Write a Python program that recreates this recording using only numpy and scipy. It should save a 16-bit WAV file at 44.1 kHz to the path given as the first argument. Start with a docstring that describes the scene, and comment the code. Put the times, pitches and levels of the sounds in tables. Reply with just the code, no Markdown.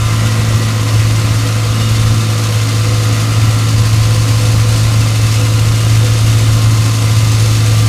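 """In a trench beside a house wall, a petrol plate compactor works crushed rock a few metres below the microphone.
Its one-cylinder four-stroke gives a harmonic exhaust note, knocks through a noisy block, and whines of fan and gears.
A belt spins the eccentric weight: a drone at its turn rate, swollen by random hard landings that thump the ground.
Bursts of filtered noise make the grinding stones; resonators ring the steel plate and the buzzing loose parts.
Short reflections off wall and earth follow the engine clatter and the stones."""
import sys
import numpy as np
from scipy import signal
from scipy.fft import rfft, irfft
from scipy.io import wavfile
from scipy.ndimage import uniform_filter1d, minimum_filter1d

SR = 44100
rng = np.random.default_rng(int(sys.argv[2]) if len(sys.argv) > 2 else 0)


def generate_wav(signal):
    """Clip the signal to [-1, 1] and save it as 16-bit WAV at the path in sys.argv[1]."""
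    frames = np.transpose(np.atleast_2d(signal))
    scaled = np.clip(frames, -1, 1) * 32767
    pcm = np.round(scaled).astype(np.int16)
    wavfile.write(sys.argv[1], SR, pcm)


N = 347508
T = np.arange(N) / SR  # time of each sample, s

# Governed speed of the eccentric, sagging a little under load: time_s, turn_rate_hz
ECCENTRIC_SPEED = [(0.0, 110.2), (0.41, 110.7), (0.92, 109.2), (1.43, 109.9), (1.63, 109.9), (1.84, 110.8),
                   (2.14, 110.4), (2.35, 109.5), (3.57, 110.0), (4.9, 110.7), (5.2, 109.5), (5.82, 111.0),
                   (6.12, 111.0), (7.04, 109.9), (7.24, 110.1), (7.88, 109.5)]
# Rings of the loose parts, by part name: pitch_hz, width_hz, level_db between buzzes
LOOSE_PART_RINGS = {"handle": (1945, 28, -48.5), "frame": (2860, 38, -44), "guard": (3630, 57, -39),
                    "tank": (4763, 30, -44)}
# Exhaust note: multiple of the firing rate, level_db before the exhaust trim
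EXHAUST_PARTIALS = [(1, -44), (2, -35.5), (3, -38), (4, -56), (5, -30.5), (6, -37), (7, -54), (8, -58.5),
                    (9, -40), (10, -51), (11, -38), (12, -43.5), (13, -50.5), (15, -43.5), (16, -51.5),
                    (17, -49), (18, -48.5), (20, -48.5), (21, -43.5), (23, -45)]
# Whines of the fan and of the timing gears: multiple of the firing rate, relative_level_db
FAN_PARTIALS = [(32, 2), (33, 0), (34, 3.5)]
GEAR_PARTIALS = [(38, 2.5), (40, 0), (43, 0), (62, -9.5), (66, -7)]
# Weak overtones of the plate: multiple of its turn rate, level_db relative to the drone
PLATE_OVERTONES = [(.5, -24), (1.5, -23), (3, -32), (4, -36.5), (5, -36.5), (6, -51.5)]
# Knocks of piston and valves: share of the engine cycle, relative_level_db
ENGINE_KNOCKS = [(0, -13.5), (.14, -7.5), (.42, -12), (.62, -9.5), (.78, -15)]
# Ringing of the steel plate: pitch_hz, width_hz, relative_level_db
STEEL_MODES = [(1030, 66, -6), (1374, 42, -5.5), (2087, 28, 4.5), (2648, 22, 5), (2923, 38, 0),
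               (3190, 35, -2.5), (4180, 230, -7.5), (4470, 110, -6.5), (5430, 35, -4.5), (6270, 150, -8.5),
               (8240, 41, -12)]

# Colours of the ground thump, plate body, engine block, scraping stones and grit: frequency_hz, gain_db
THUMP_COLOUR = [(12, -10), (24, -14), (36, 6), (48, -5), (80, 2.5), (105, -2), (130, -1), (150, -8.5),
                (200, -14), (400, -43.5)]
BODY_COLOUR = [(120, -14.5), (170, -2.5), (200, 1), (255, 5), (300, 1.5), (410, -12), (490, 1.5),
               (560, -4.5), (630, -10), (710, -4.5), (900, -11), (2000, -31.5)]
BLOCK_COLOUR = [(300, -16.5), (600, 5), (880, -18.5), (1050, 6.5), (1400, 5.5), (1650, 0), (2400, 0.5),
                (4000, -7.5), (7000, -5), (15000, -30)]
SCRAPE_COLOUR = [(500, -13), (1100, 1), (1700, 0), (2600, 1), (3350, -3.5), (4300, -5), (5500, -7),
                 (8000, -17), (15000, -26)]
GRIT_COLOUR = [(1500, -7.5), (3500, 1), (5000, 1), (6800, 1), (8300, -2.5), (10000, -4), (12500, -11),
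               (15200, -16.5)]

# The plate settles and stops bouncing for a moment: start_s, length_s, bounce_change_db
SETTLING_SPELLS = [(0.68, 0.11, -7), (1.04, 0.12, -3), (1.35, 0.45, -2), (2.19, 0.54, -7.5),
                   (2.69, 0.43, -3.5), (3.12, 0.25, -10), (3.56, 0.13, -7), (5.08, 0.11, -10),
                   (5.33, 0.12, -7), (6.88, 0.19, -11), (7.55, 0.11, -8)]
# The plate lies flat and slaps at twice its turn rate: start_s, length_s, slap_rise_db
FLAT_PLATE_SPELLS = [(0.12, 0.69, 12), (1.68, 0.68, 10.5), (3.05, 0.85, 6), (4.5, 0.56, 4.5),
                     (6.15, 0.71, 4)]
# The rocking catches the mode of the base: start_s, length_s, ring_rise_db
BASE_RING_SPELLS = [(2.3, 1.25, 5), (4.0, 1.044, 4), (4.3, 0.2, 7), (5.38, 0.13, 9), (5.95, 0.44, 8)]
# A loose part starts to buzz: start_s, length_s, part name, rise_db
PART_BUZZES = [(0.136, 0.93, "handle", 13.5), (0.445, 0.5, "frame", 1), (1.388, 0.15, "handle", 11),
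               (1.68, 0.27, "frame", 11), (1.8, 0.33, "guard", 6.5), (2.6, 2.6, "tank", 5),
               (2.8, 1.0, "frame", 5), (2.85, 0.78, "handle", 8.5), (5.4, 0.56, "frame", 6),
               (5.95, 0.64, "guard", 5), (7.15, 0.6, "guard", 3.5)]
# The whines of fan and gears swell: start_s, length_s, rise_db
FAN_WHINE_SWELLS = [(3.72, 0.75, 4.3), (4.5, 0.8, 1.5), (6.47, 0.8, 6)]
GEAR_WHINE_SWELLS = [(0.0, 0.2, 4), (1.2, 1.26, 2.5), (2.8, 0.9, 3.5)]
# Ramp length of these spells, s
SETTLE_EDGE_S, FLAT_EDGE_S, BASE_EDGE_S, BUZZ_EDGE_S, WHINE_EDGE_S = 0.098, 0.21, 0.12, 0.098, 0.13

BELT = 3.511  # turns of the eccentric to one firing
TOP_HZ = 15100  # top of the recorder's range
# Levels at the start, before any spell; drone and grit grow as the bed of stones firms up
DRONE_DB, BOUNCE_DB, SLAP_DB, BASE_DB = -11.5, -23, -38, -39
RATTLE_DB, GRIT_DB, STEEL_WAVER_DB = -25.5, -29.0, 2.0
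DRONE_DB_PER_S, GRIT_DB_PER_S = 0.31, 0.4258
DRONE_PER_BOUNCE = 0.19  # dB of drone for each dB of bouncing
# On a firmer bed the plate rocks more, and less while it lies flat (dB for each dB of slap)
ROCK_DB, ROCK_DB_PER_S, ROCK_PER_SLAP = -33.5, 0.27, -0.18
# The engine's exhaust, clatter and fan slowly recede
EXHAUST_DB, EXHAUST_DB_PER_S = 0.5, -0.12
CLATTER_DB, CLATTER_DB_PER_S = -29.6, -0.35
FAN_DB, FAN_DB_PER_S, GEAR_DB = -35.5, -0.84, -35.0


def undb(db):
    """Decibels to gain."""
    return 10 ** (np.asarray(db) / 20)


def level(x, db):
    """Bring the rms to 0 dB, then apply a fixed level or a level curve in dB."""
    return x * undb(db) / np.sqrt(np.mean(x ** 2))


def curves(table):
    """Interpolate a (time_s, value) table to one value a sample."""
    return np.interp(T, *np.transpose(table))


def spells(rows, edge_s):
    """Level change in dB from (start, length, dB) spells, each ramping in, holding and ramping out."""
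    total_db = 0
    for start, length, db in rows:
        inside_s = np.minimum(T - start, start + length - T)
        total_db = total_db + db * np.clip(inside_s / edge_s + .5, 0, 1)
    return total_db


def walk(rate):
    """Smooth random drift with a spread near 1, from random steps at this rate in Hz."""
    k = int(SR / rate)
    steps = np.repeat(rng.standard_normal(N // k + 1), k)
    return 1.5 * uniform_filter1d(uniform_filter1d(steps, k), k)[:N]


def colour(x, points, size=8192):
    """Causal, minimum-phase filter through (Hz, dB) points."""
    hz, db = np.transpose(points)
    f = np.maximum(np.arange(size // 2 + 1) * SR / size, 1)
    gain_db = np.interp(np.log(f), np.log(hz), db)
    # fold the cepstrum forward in time so that the response never precedes its cause
    cepstrum = irfft(np.log(undb(gain_db)))
    cepstrum[1:size // 2] *= 2
    cepstrum[size // 2 + 1:] = 0
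    response = irfft(np.exp(rfft(cepstrum)))
    return signal.fftconvolve(x, response)[:N]


def ring(x, modes):
    """A bank of (Hz, width, dB) resonances."""
    out = 0
    for hz, width, db in modes:
        b, a = signal.iirpeak(hz, hz / width, fs=SR)
        out = out + undb(db) * signal.lfilter(b, a, x)
    return out


def blows(phase, scatter_db):
    """One click of random size at each wrap of the phase."""
    at = np.flatnonzero(np.diff(np.floor(phase)) > 0)
    out = np.zeros(N)
    out[at] = undb(scatter_db * rng.standard_normal(len(at)))
    return out


def fade(x, seconds):
    """Give each click an exponential tail with this time constant."""
    return signal.lfilter([1], [1, -np.exp(-1 / (seconds * SR))], x)


def tone(phase, db, waver_db, slip, rate):
    """A partial that wavers in level and slips in phase (radians)."""
    waver = undb(waver_db * walk(rate))
    wave = np.sin(2 * np.pi * phase + slip * walk(rate))
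    return level(waver * wave, db)


def trench(x, wet_db, t60):
    """Short scattered reflections off the house wall and the earth bank, as a decaying noise tail."""
    age = np.arange(SR // 2) / SR
    decay = np.exp(-np.log(1000) * age / t60)
    tail = rng.standard_normal(len(age)) * decay * (age > .005)
    reflections = signal.fftconvolve(x, tail / np.linalg.norm(tail))[:N]
    return x + undb(wet_db) * reflections


def loose_parts(turn):
    """Loose parts are jolted on every turn; each rings at its own pitch, louder while it buzzes."""
    out = 0
    for part, (hz, width, db) in LOOSE_PART_RINGS.items():
        rows = [(start, length, rise) for start, length, name, rise in PART_BUZZES if name == part]
        buzz_db = spells(rows, BUZZ_EDGE_S)
        jolts = fade(blows(turn, scatter_db=1.5), seconds=0.0019) * rng.standard_normal(N)
        out = out + level(ring(jolts, [(hz, width, 0)]), db + buzz_db)
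    return out


def whine(cycle, orders):
    """Rough lines on the engine speed; each swells and fades as the machine moves between the walls."""
    out = 0
    for k, db in orders:
        rough_phase = round(k) * cycle + 0.056 * walk(24)
        out = out + tone(rough_phase, db, waver_db=1.5, slip=0.7, rate=6)
    return out


def exhaust(cycle):
    """Pressure pulses of the firing, as wavering harmonics of the firing rate."""
    note = sum(tone(round(k) * cycle, db, waver_db=1.76, slip=0.31, rate=8) for k, db in EXHAUST_PARTIALS)
    return undb(EXHAUST_DB + EXHAUST_DB_PER_S * T) * note


def engine_clatter(cycle):
    """Piston and valves knock in each four-stroke cycle, exciting the block and its tin covers."""
    knocks = sum(undb(db) * blows(cycle - share, scatter_db=2.5) for share, db in ENGINE_KNOCKS)
    # the block answers every knock alike; the covers add a rattle that never repeats
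    age = np.arange(2048) / SR
    answer = rng.standard_normal(len(age)) * np.exp(-age / 0.0062)
    block = level(signal.fftconvolve(knocks, answer)[:N], -5.5)
    covers = level(fade(knocks, seconds=0.0043) * rng.standard_normal(N), 0)
    clatter = trench(colour(block + covers, BLOCK_COLOUR), wet_db=-3.5, t60=0.12)
    return level(clatter, CLATTER_DB + CLATTER_DB_PER_S * T)


def engine(cycle, fan_db, gear_db):
    """Exhaust, fan, gears and knocks all follow one four-stroke cycle."""
    fan = level(whine(cycle, FAN_PARTIALS), fan_db)
    gears = level(whine(cycle, GEAR_PARTIALS), gear_db)
    return exhaust(cycle) + fan + gears + engine_clatter(cycle)


def stones(turn, rattle_db, grit_db):
    """Stones crack and scrape under each landing and set the steel ringing."""
    # about a dozen times a second a stone bursts, and its crumbs grind on for a moment
    breaking = np.cumsum(12 * undb(3 * walk(20))) / SR
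    crumbs = 1 + .7 * np.tanh(fade(blows(breaking, scatter_db=3), seconds=.022))
    # the pressure peaks on each turn, and alternate turns press harder
    landing_db = 0.66 * np.cos(2 * np.pi * turn) + 1.0 * np.cos(np.pi * turn)
    press = undb(landing_db) * crumbs
    cracks = rng.standard_normal(N) * undb(2.0 * np.minimum(rng.exponential(size=N), 6))
    grit = level(colour(cracks * press, GRIT_COLOUR), grit_db)
    rubbing = rng.standard_normal(N) * np.sqrt(press)
    scrape = level(colour(rubbing, SCRAPE_COLOUR), rattle_db - 3.5)
    # each mode of the steel swells and fades as the stones touch different spots
    strikes = cracks * np.sqrt(crumbs)
    ringing = sum(undb(STEEL_WAVER_DB * walk(3)) * ring(strikes, [mode]) for mode in STEEL_MODES)
    return grit + scrape + level(ringing, rattle_db - 8.8)


def rock(turn, rock_db, ring_db):
    """Half-order tones of the rocking plate; the upper one meets a mode of the base."""
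    rocking = tone(2.5 * turn, rock_db, waver_db=1.0, slip=0.95, rate=14)
    base = tone(4.5 * turn, ring_db, waver_db=2.0, slip=1.0, rate=18)
    return rocking + base


def plate(turn, drone_db, bounce_db, slap_db):
    """The eccentric makes the plate drone at its turn rate, kicked up by its hard landings."""
    # the engine's shaking, at three times the firing rate, beats against the eccentric
    beat = turn - 3 * turn / BELT
    # the plate tends to land hard at the top of each beat
    hardness = rng.standard_normal(N) + 0.48 * np.cos(2 * np.pi * beat) - .2
    hardness = np.clip(hardness, 0, 1.3)
    # it meets the ground part of the way through each turn
    kicks = blows(turn - .7, scatter_db=-1.5) * (hardness - np.mean(hardness))
    # a hard landing swells the drone for a couple of turns and thumps the ground
    swell = uniform_filter1d(uniform_filter1d(kicks, size=600), size=500)
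    surge = level(swell, bounce_db - drone_db - 0.7)
    drone = (1 + surge) * tone(turn, drone_db, waver_db=0.12, slip=0.045, rate=24)
    thump = -level(colour(kicks, THUMP_COLOUR), bounce_db)
    overtones = sum(tone(round(2 * k) / 2 * turn, drone_db + db, waver_db=1.5, slip=0.99, rate=10)
                    for k, db in PLATE_OVERTONES)
    slap = tone(2 * turn, slap_db, waver_db=0.6, slip=0.092, rate=9.6)
    # the base rumbles on from one landing to the next
    rumble = fade(blows(turn, scatter_db=2.5), seconds=0.0069) * rng.standard_normal(N)
    body = level(colour(rumble, BODY_COLOUR), -28.0)
    return drone + overtones + slap + thump + body


def scene():
    """The belt locks eccentric to engine; how the plate sits on the stones sets its levels."""
    turn = np.cumsum(curves(ECCENTRIC_SPEED)) / SR
    settled_db = spells(SETTLING_SPELLS, SETTLE_EDGE_S)
    flat_db = spells(FLAT_PLATE_SPELLS, FLAT_EDGE_S)

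    fan_db = FAN_DB + FAN_DB_PER_S * T + spells(FAN_WHINE_SWELLS, WHINE_EDGE_S)
    gear_db = GEAR_DB + spells(GEAR_WHINE_SWELLS, WHINE_EDGE_S)
    motor = engine(turn / BELT, fan_db, gear_db)

    grit_db = GRIT_DB + GRIT_DB_PER_S * T
    crunch = trench(stones(turn, RATTLE_DB, grit_db), wet_db=-10.5, t60=0.1)

    rock_db = ROCK_DB + ROCK_DB_PER_S * T + ROCK_PER_SLAP * flat_db
    base_db = BASE_DB + spells(BASE_RING_SPELLS, BASE_EDGE_S)
    rocking = rock(turn, rock_db, base_db)

    drone_db = DRONE_DB + DRONE_DB_PER_S * T + DRONE_PER_BOUNCE * settled_db
    drone = plate(turn, drone_db, BOUNCE_DB + settled_db, SLAP_DB + flat_db)
    return (loose_parts(turn) + motor + crunch + rocking + drone)[None]


def record(dry):
    """A look-ahead limiter rounds off the hardest thumps; the recorder cuts the top."""
    need = np.minimum(1, .9 / (np.abs(dry) + 1e-9))
    gain = uniform_filter1d(minimum_filter1d(need, size=601), size=601)
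    top_cut = signal.ellip(10, .2, 80, TOP_HZ, fs=SR, output="sos")
    return signal.sosfilt(top_cut, dry * gain)


dry = scene()
out = record(dry)
generate_wav(out)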